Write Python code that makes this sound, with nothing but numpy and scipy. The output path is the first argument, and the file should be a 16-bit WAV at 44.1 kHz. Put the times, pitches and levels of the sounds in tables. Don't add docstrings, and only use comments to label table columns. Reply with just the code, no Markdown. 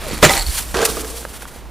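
import sys
import numpy as np
from scipy import signal
from scipy.fft import rfft, irfft, next_fast_len
from scipy.io import wavfile
from scipy.ndimage import uniform_filter1d

SR = 44100
rng = np.random.default_rng(int(sys.argv[2]) if len(sys.argv) > 2 else 0)


def amplitude_ratio(level_db):
    exponent = np.asarray(level_db, float) / 20
    return 10 ** exponent


def generate_wav(signal):
    frames = np.transpose(np.atleast_2d(signal))
    scaled = np.clip(frames, -1, 1) * 32767
    pcm = np.round(scaled).astype(np.int16)
    wavfile.write(sys.argv[1], SR, pcm)


N = 74970

# f/Hz, density/dB per Hz
STREET_COLOUR = [(53, -41), (90, -17), (127, -5.5), (208, -4.5), (722, -10.5), (804, -9.5), (1290, -15.5),
                 (2980, -22.5), (15200, -33.5)]
# t/s, level/dB
IDLE_LEVEL = [(0, -34), (.3, -30.5), (.44, -40), (.49, -20), (.53, -35.5), (.7, -32), (1.1, -34.5),
              (1.4, -39), (1.7, -38)]
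# t/s, level/dB
WIND_LEVEL = [(0, -37), (.2, -33.5), (.39, -26.5), (.52, -37), (.65, -36.5), (1, -53), (1.7, -44.5)]
# f/Hz, gain/dB
GUST_COLOUR = [(20, -35), (34, 8.5), (50, -45.0), (100, -13), (300, -44), (800, -63)]
# t/s, level/dB, tilt/dB
CRACKLE_EFFORT = [(0, -35.5, 6), (.1, -38, 2.5), (.21, -34.5, 1.5), (.25, -28, -14), (.284, -24.5, 8),
                  (.325, -15.5, -14), (.39, -23.5, -5), (.44, -32.5, -2), (.5, -24, -6), (.7, -31, -2.5),
                  (.8, -32.5, -16), (.89, -23.5, -23), (.94, -30, -20), (1.2, -33, -7.5), (1.26, -37, -1.5),
                  (1.44, -38, 1), (1.55, -45.5, 0.5), (1.7, -62.5, 10)]
# f/Hz, density/dB per Hz
GRAIN_COLOUR = [(300, -15), (800, 0), (4500, -3.5), (6300, -5.5), (8500, -3), (10500, -2), (12500, -6.5),
                (15200, -9)]
# t/s, length/s, level/dB
CRUNCHES = [(0.084, 0.0066, -33.5), (0.142, 0.0094, -34.5), (0.179, 0.0016, -30), (0.585, 0.01, -21),
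            (0.609, 0.0025, -29.5), (0.624, 0.0022, -40), (.8535, .0012, -13), (0.857, 0.0061, -16.5),
            (1.001, 0.012, -37), (1.19, 0.04, -43.5), (1.36, 0.011, -44.5), (1.563, 0.031, -49)]
# t/s, f/Hz, level/dB
WALL_CREAK = [
    (.035, 660, -61),
    (.05, 656, -29.5),
    (.075, 593, -29),
    (.095, 496, -31.5),
    (.12, 476, -38),
]
# t/s, peak/dB
CAP_TICKS = [(.113, -26), (.148, -30), (.153, -31), (.164, -32), (.179, -32), (.337, -26), (.368, -22),
             (.378, -21), (.384, -25), (.393, -20), (.396, -18), (.410, -24), (.415, -24), (.4205, -21),
             (.4245, -21), (.442, -31), (.465, -22), (.497, -28)]
# f/Hz, level/dB, t60/s
CAP_MODES = [(4330, -4, .025), (4470, 0, .035), (7700, -8, .007)]
# t/s, peak/dB, f/Hz, second f/Hz
TAPS = [(.023, -20, 560, 1100), (1.228, -28, 500, 1500), (1.251, -18, 550, 1600), (1.2515, -23, 950, 1250),
        (1.422, -28, 1600, 1640), (1.430, -24, 760, 500), (1.454, -24, 1150, 1400), (1.561, -27, 700, 500)]
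# t/s, peak/dB, f/Hz
THUMPS = [
    (0.391, -16, 43.5),
    (.468, -19.5, 68.6),
]
# t/s, peak/dB, f/Hz, t60/s
CLINKS = [(0.109, -17.5, 482, 0.042), (.130, -10, 266, 0.024), (.229, -3, 2000, 0.055),
          (.232, 0, 605, 0.072), (.239, -4.5, 2000, 0.044), (.242, 1, 617, 0.045), (.250, -8, 146.5, .12),
          (.259, -7, 299, 0.023), (.266, -8.5, 330, .04), (.293, -6, 2010, .03), (.294, -11, 3550, 0.027),
          (.294, -14, 5200, 0.024), (.297, -10, 890, 0.027), (.306, -20, 2100, 0.023),
          (.309, -26, 810, 0.033), (.315, -18.5, 950, 0.071), (.322, -16, 876, 0.033),
          (0.344, -32, 4000, 0.015), (.349, -23, 765, 0.13), (.370, -18, 2000, 0.026),
          (.369, -29, 7500, .012), (.377, -13, 7800, .012), (.392, -17, 7550, .012), (.400, -31, 870, .04),
          (.757, -11, 385, 0.061), (.774, -12, 448, 0.042), (.803, -14, 477, 0.07), (.820, -14, 450, .06),
          (.826, -8.5, 458, 0.068), (.833, -12.5, 473, 0.035), (.886, -15.5, 455, 0.054),
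          (0.966, -24, 310, 0.042), (.967, -27, 1600, .03), (.970, -21.5, 1196, 0.05),
          (.970, -24, 630, 0.045), (0.975, -24, 444, 0.089), (1.0, -24, 327, .1), (1.045, -30, 448, 0.18),
          (1.099, -25.5, 313, 0.046), (1.13, -36, 459, 0.23)]
# t/s, level/dB
CARRY_EFFORT = [
    (0, -45),
    (.03, -31.5),
    (.11, -23.5),
    (.14, -23),
    (.215, -33),
]
# t/s, level/dB
DROP_EFFORT = [
    (.220, -28),
    (.226, -20),
    (.229, -6.5),
    (.25, -10.5),
    (.284, -18.5),
    (.312, -20.5),
    (.39, -25),
    (.42, -34.5),
    (.45, -53),
]
# t/s, level/dB
SHIFT_EFFORT = [
    (.738, -38),
    (.748, -20.5),
    (.84, -18),
    (.865, -22),
    (.936, -33.5),
    (.98, -30.5),
    (1.07, -37),
    (1.2, -43),
    (1.24, -51),
]
# t/s, peak/dB, shell f/Hz
DROP_BLOWS = [(0.227, 6.5, 608), (0.2298, 2, 6420), (0.238, 5, 2000), (0.242, -1.5, 592), (0.249, 7, 7290),
              (0.260, -5.5, 282), (.267, -11.5, 6430), (0.294, -5, 2000), (.306, -7.5, 2020),
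              (0.336, -8.5, 4000), (0.368, -8, 2000), (0.376, -12, 8060)]
# t/s, peak/dB, shell f/Hz
SHIFT_BLOWS = [(0.743, -6.5, 1910), (0.769, -3, 1450), (.789, -7.5, 1350), (0.812, -7.5, 1200),
               (0.816, -6.5, 6800), (0.828, -5, 1700), (0.853, -4.5, 1350), (0.889, -18, 460),
               (0.969, -13.5, 1230), (1.046, -17.5, 620)]
# f/Hz, level/dB, t60/s
WALL_MODES = [(150.3, -7, 0.1), (200, -12, .06), (280, -5, 0.035), (345, -7, .04), (450, -7, 0.025),
              (608, 0, 0.05)]
# f/Hz, level/dB, t60/s
CAN_MODES = [(1262, -3.5, 0.081), (2000, 2, 0.0062), (2330, -7.5, 0.034), (3435, -22, 0.033),
             (4000, -4, 0.028), (6930, -5, 0.0065)]
# f/Hz, level/dB, t60/s
TRAY_MODES = [(398, -5, 0.063), (455, 1, 0.031), (509, -11.5, 0.08), (678, -3, 0.067), (835, -7.5, 0.041),
              (1150, -1.5, 0.0092), (1350, -7, 0.043), (1600, -5, 0.014)]
# f/Hz, level/dB, t60/s
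LID_MODES = [(780, 0, .16), (812, -9, .07), (930, -6, .09)]
# f/Hz, level/dB, t60/s
FLOOR_MODES = [(270, -5, .06), (325, -5, .06), (458, -5, .11), (500, -9, .05)]
# f/Hz, gain/dB
PORT_WIDTH = [(90, -24), (300, -30), (1000, -28), (2500, -23), (5000, -17), (10000, -11), (14000, -8)]
# f/Hz, gain/dB
LEAN_COLOUR = [(500, 0), (4000, -4), (12000, -20)]

STREET_DB, STREET_SWELL_DB = -40, 1.0
IDLE_HZ, IDLE_WIDTH_HZ, DRONE_SIDE = 60.45, 10.4, .45
TAP_T60_S, CLINK_RISE_CYCLES = .017, 1.2
BLOW_S, SHELL_T60_S, SHELL_DB = 0.0047, 0.041, -2.5
SETTLE_DB_PER_S, TRAY_SCATTER_DB = -96, 1.5
LID_S, DRAG_S = .29, .9
ECHO_S, ECHO_DB = 0.072, -16.5
LEAN = .175
DRIVE_DB, CEILING, TOP_HZ = 0.5, .92, 15450


def unit(x):
    return x / np.sqrt(np.mean(x ** 2))


def curve(rows, order=1):
    r = np.array(rows)
    return np.interp(np.arange(N) / SR, r[:, 0], r[:, order], -120, -120)


def mode(x, hz, t60_s):
    r = np.exp(-np.log(1000) / (t60_s * SR))
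    w = 2 * np.pi * hz / SR
    return signal.lfilter([np.sqrt(1 - r * r) * np.sin(w)], [1, -2 * r * np.cos(w), r * r], x)


def colour(x, points):
    p, n = np.array(points), next_fast_len(N)
    f = np.arange(n // 2 + 1) * SR / n + 1
    gain = amplitude_ratio(np.interp(np.log(f), np.log(p[:, 0]), p[:, 1]))
    return irfft(rfft(x, n) * gain, n)[:N]


def band(x, order, low_hz, high_hz):
    return signal.lfilter(*signal.butter(order, [low_hz, high_hz], "band", fs=SR), x)


def noise():
    return rng.standard_normal(N)


def clicks(rate_hz, spread_db):
    u = rng.random((3, N))
    size = amplitude_ratio(spread_db * np.minimum(-np.log(1 - u[2]), 3))
    return unit((u[0] < rate_hz / SR) * np.sign(u[1] - .5) * size)


def walk(rate_hz):
    k = int(SR / rate_hz)
    return unit(uniform_filter1d(uniform_filter1d(noise(), k), k))


def blow(s, db, length_s):
    t = np.arange(N) / SR - s
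    return amplitude_ratio(db) * (t >= 0) * np.exp(-np.clip(t, 0, 1) / length_s)


def ring(push, modes, scatter_db):
    out = np.zeros(N)
    for hz, db, t60_s in modes:
        share = amplitude_ratio(scatter_db * walk(350)) * np.sign(walk(900))
        out += amplitude_ratio(db) * mode(push * share, hz, t60_s)
    return out


def add_ping(out, s, db, hz, t60_s, rise_cycles=0.33):
    i, t = int(s * SR), np.arange(6000) / SR
    envelope = np.exp(-np.log(1000) * t / t60_s) * np.minimum(t * hz / rise_cycles, 1)
    out[i:i + len(t)] += (amplitude_ratio(db) * np.sin(2 * np.pi * hz * t) * envelope)[:N - i]


def street():
    swell = amplitude_ratio(STREET_DB + STREET_SWELL_DB * walk(1.2))
    return swell * unit(colour(noise(), [(40, -42.5)] + list(STREET_COLOUR)))


def engine():
    tone = np.sin(2 * np.pi * np.cumsum(IDLE_HZ * (1 + 0.0305 * walk(5.6))) / SR)
    rough = unit(mode(noise(), IDLE_HZ, 1.17 / IDLE_WIDTH_HZ))
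    return amplitude_ratio(curve(IDLE_LEVEL)) * unit(tone + 0.45 * rough)


def gust():
    return unit(colour(noise(), GUST_COLOUR))


def wind():
    return amplitude_ratio(curve(WIND_LEVEL)) * (gust() + 0.65 * np.array([gust(), gust()]))


def engine_side():
    return DRONE_SIDE * amplitude_ratio(curve(IDLE_LEVEL)) * unit(mode(noise(), IDLE_HZ, 0.16))


def crackle():
    t = np.arange(N) / SR
    bursts = sum(amplitude_ratio(db) * np.exp(-.5 * ((t - s) / length_s) ** 2) for s, length_s, db in CRUNCHES)
    grains = unit(colour(clicks(14000, 2.5), GRAIN_COLOUR))
    low = signal.lfilter(*signal.butter(2, 5000, fs=SR), grains)
    tilted = grains - low + low * amplitude_ratio(curve(CRACKLE_EFFORT, order=2))
    return (amplitude_ratio(curve(CRACKLE_EFFORT) - 2.5 + 2.28 * walk(65)) + bursts) * tilted


def creak():
    hz = np.clip(curve(WALL_CREAK), 300, 900)
    level = amplitude_ratio(curve(WALL_CREAK, order=2) - 1 + 2.7 * walk(140))
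    return level * np.sin(2 * np.pi * np.cumsum(hz) / SR)


def caps():
    chatter = amplitude_ratio(-4) * sum(blow(s, db, .003) for s, db in CAP_TICKS) * clicks(5000, 1.5)
    ticks = np.array(CAP_TICKS)
    chatter[(ticks[:, 0] * SR).astype(int)] += amplitude_ratio(ticks[:, 1] + 19)
    return amplitude_ratio(1.5) * sum(amplitude_ratio(db) * mode(chatter, hz, t60_s) for hz, db, t60_s in CAP_MODES)


def taps():
    out = np.zeros(N)
    for s, db, hz, second_hz in TAPS:
        add_ping(out, s, db - 1, hz, TAP_T60_S)
        add_ping(out, s, db - 2.5, second_hz, TAP_T60_S)
    cracks = sum(blow(s, db, .0025) for s, db, _, _ in TAPS) * clicks(15000, 1.5)
    return out + amplitude_ratio(-8) * band(cracks, 2, 450, 3200)


def thumps():
    out = np.zeros(N)
    for s, db, hz in THUMPS:
        add_ping(out, s, db, hz, .15)
    return out


def clinks():
    out = np.zeros(N)
    for s, db, hz, t60_s in CLINKS:
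        add_ping(out, s, db, hz, t60_s, CLINK_RISE_CYCLES)
    return out


def jostle(effort, hits, rattle_db, blow_db):
    chatter = amplitude_ratio(blow_db) * clicks(12000, 0.58)
    knocks = [blow(s, db, BLOW_S) * chatter for s, db, _ in hits]
    shells = np.zeros(N)
    for knock, (_, _, hz) in zip(knocks, hits):
        shells += mode(knock, hz, SHELL_T60_S * min(1, 2500 / hz) ** .5)
    rattle = amplitude_ratio(curve(effort) + rattle_db) * clicks(3000, 2.1)
    return rattle + sum(knocks), amplitude_ratio(SHELL_DB) * shells


def box():
    t = np.arange(N) / SR
    drop, drop_shells = jostle(DROP_EFFORT, DROP_BLOWS, -2, -8.5)
    shift, shift_shells = jostle(SHIFT_EFFORT, SHIFT_BLOWS, -5.5, -11.5)
    carry = amplitude_ratio(curve(CARRY_EFFORT) - 8.5) * clicks(1500, 4.4)
    boom = drop * amplitude_ratio(SETTLE_DB_PER_S * np.clip(t - DROP_EFFORT[0][0], 0, 1))

    out = ring(boom, WALL_MODES, 0.45)
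    out += amplitude_ratio(2.0) * ring(carry, WALL_MODES[:-1], 2.6)
    out += amplitude_ratio(-6.5) * ring(drop + carry, CAN_MODES, 3.2)
    out += amplitude_ratio(7) * band(drop + carry, 1, 250, 3070)
    out += amplitude_ratio(0.5) * ring(drop * (t > LID_S), LID_MODES, TRAY_SCATTER_DB)
    out += ring(shift, TRAY_MODES, TRAY_SCATTER_DB)
    out += amplitude_ratio(-37) * ring(shift, CAN_MODES[1:], 1.87)
    out += amplitude_ratio(4.5) * band(band(shift, 1, 250, 6800), 1, 250, 6900)
    out += amplitude_ratio(5.0) * ring(shift * (t > DRAG_S), FLOOR_MODES, TRAY_SCATTER_DB)
    return out + drop_shells + shift_shells


def echo(near):
    k = np.arange(int(3 * ECHO_S * SR))
    tail = unit(rng.standard_normal(len(k)) * np.exp(-k / SR / ECHO_S)) / np.sqrt(len(k))
    return amplitude_ratio(ECHO_DB) * signal.fftconvolve(near, tail)[:N]


def scene():
    ports = np.array([[1], [-1]])
    near = box() + taps() + thumps() + clinks() + caps() + crackle() + creak()
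    mid = near + echo(near) + street() + engine()
    air = wind() + engine_side() * ports
    smear = unit(rng.standard_normal(400) * np.exp(-np.arange(400) / 90)) / np.sqrt(400)
    wide = colour(signal.fftconvolve(mid, smear)[:N], PORT_WIDTH)
    mid = mid + air.mean(axis=0)
    side = wide - LEAN * colour(mid, LEAN_COLOUR)
    return mid + side * ports + air - air.mean(axis=0)


def roll_off(x):
    return signal.sosfilt(signal.butter(12, 15390, fs=SR, output="sos"), x)


def record(dry):
    clipped = np.clip(dry * amplitude_ratio(DRIVE_DB), -CEILING, CEILING)
    lowpass = signal.ellip(8, .2, 60, TOP_HZ, fs=SR, output="sos")
    return roll_off(signal.sosfilt(lowpass, clipped))


dry = scene()
out = record(dry)
generate_wav(out)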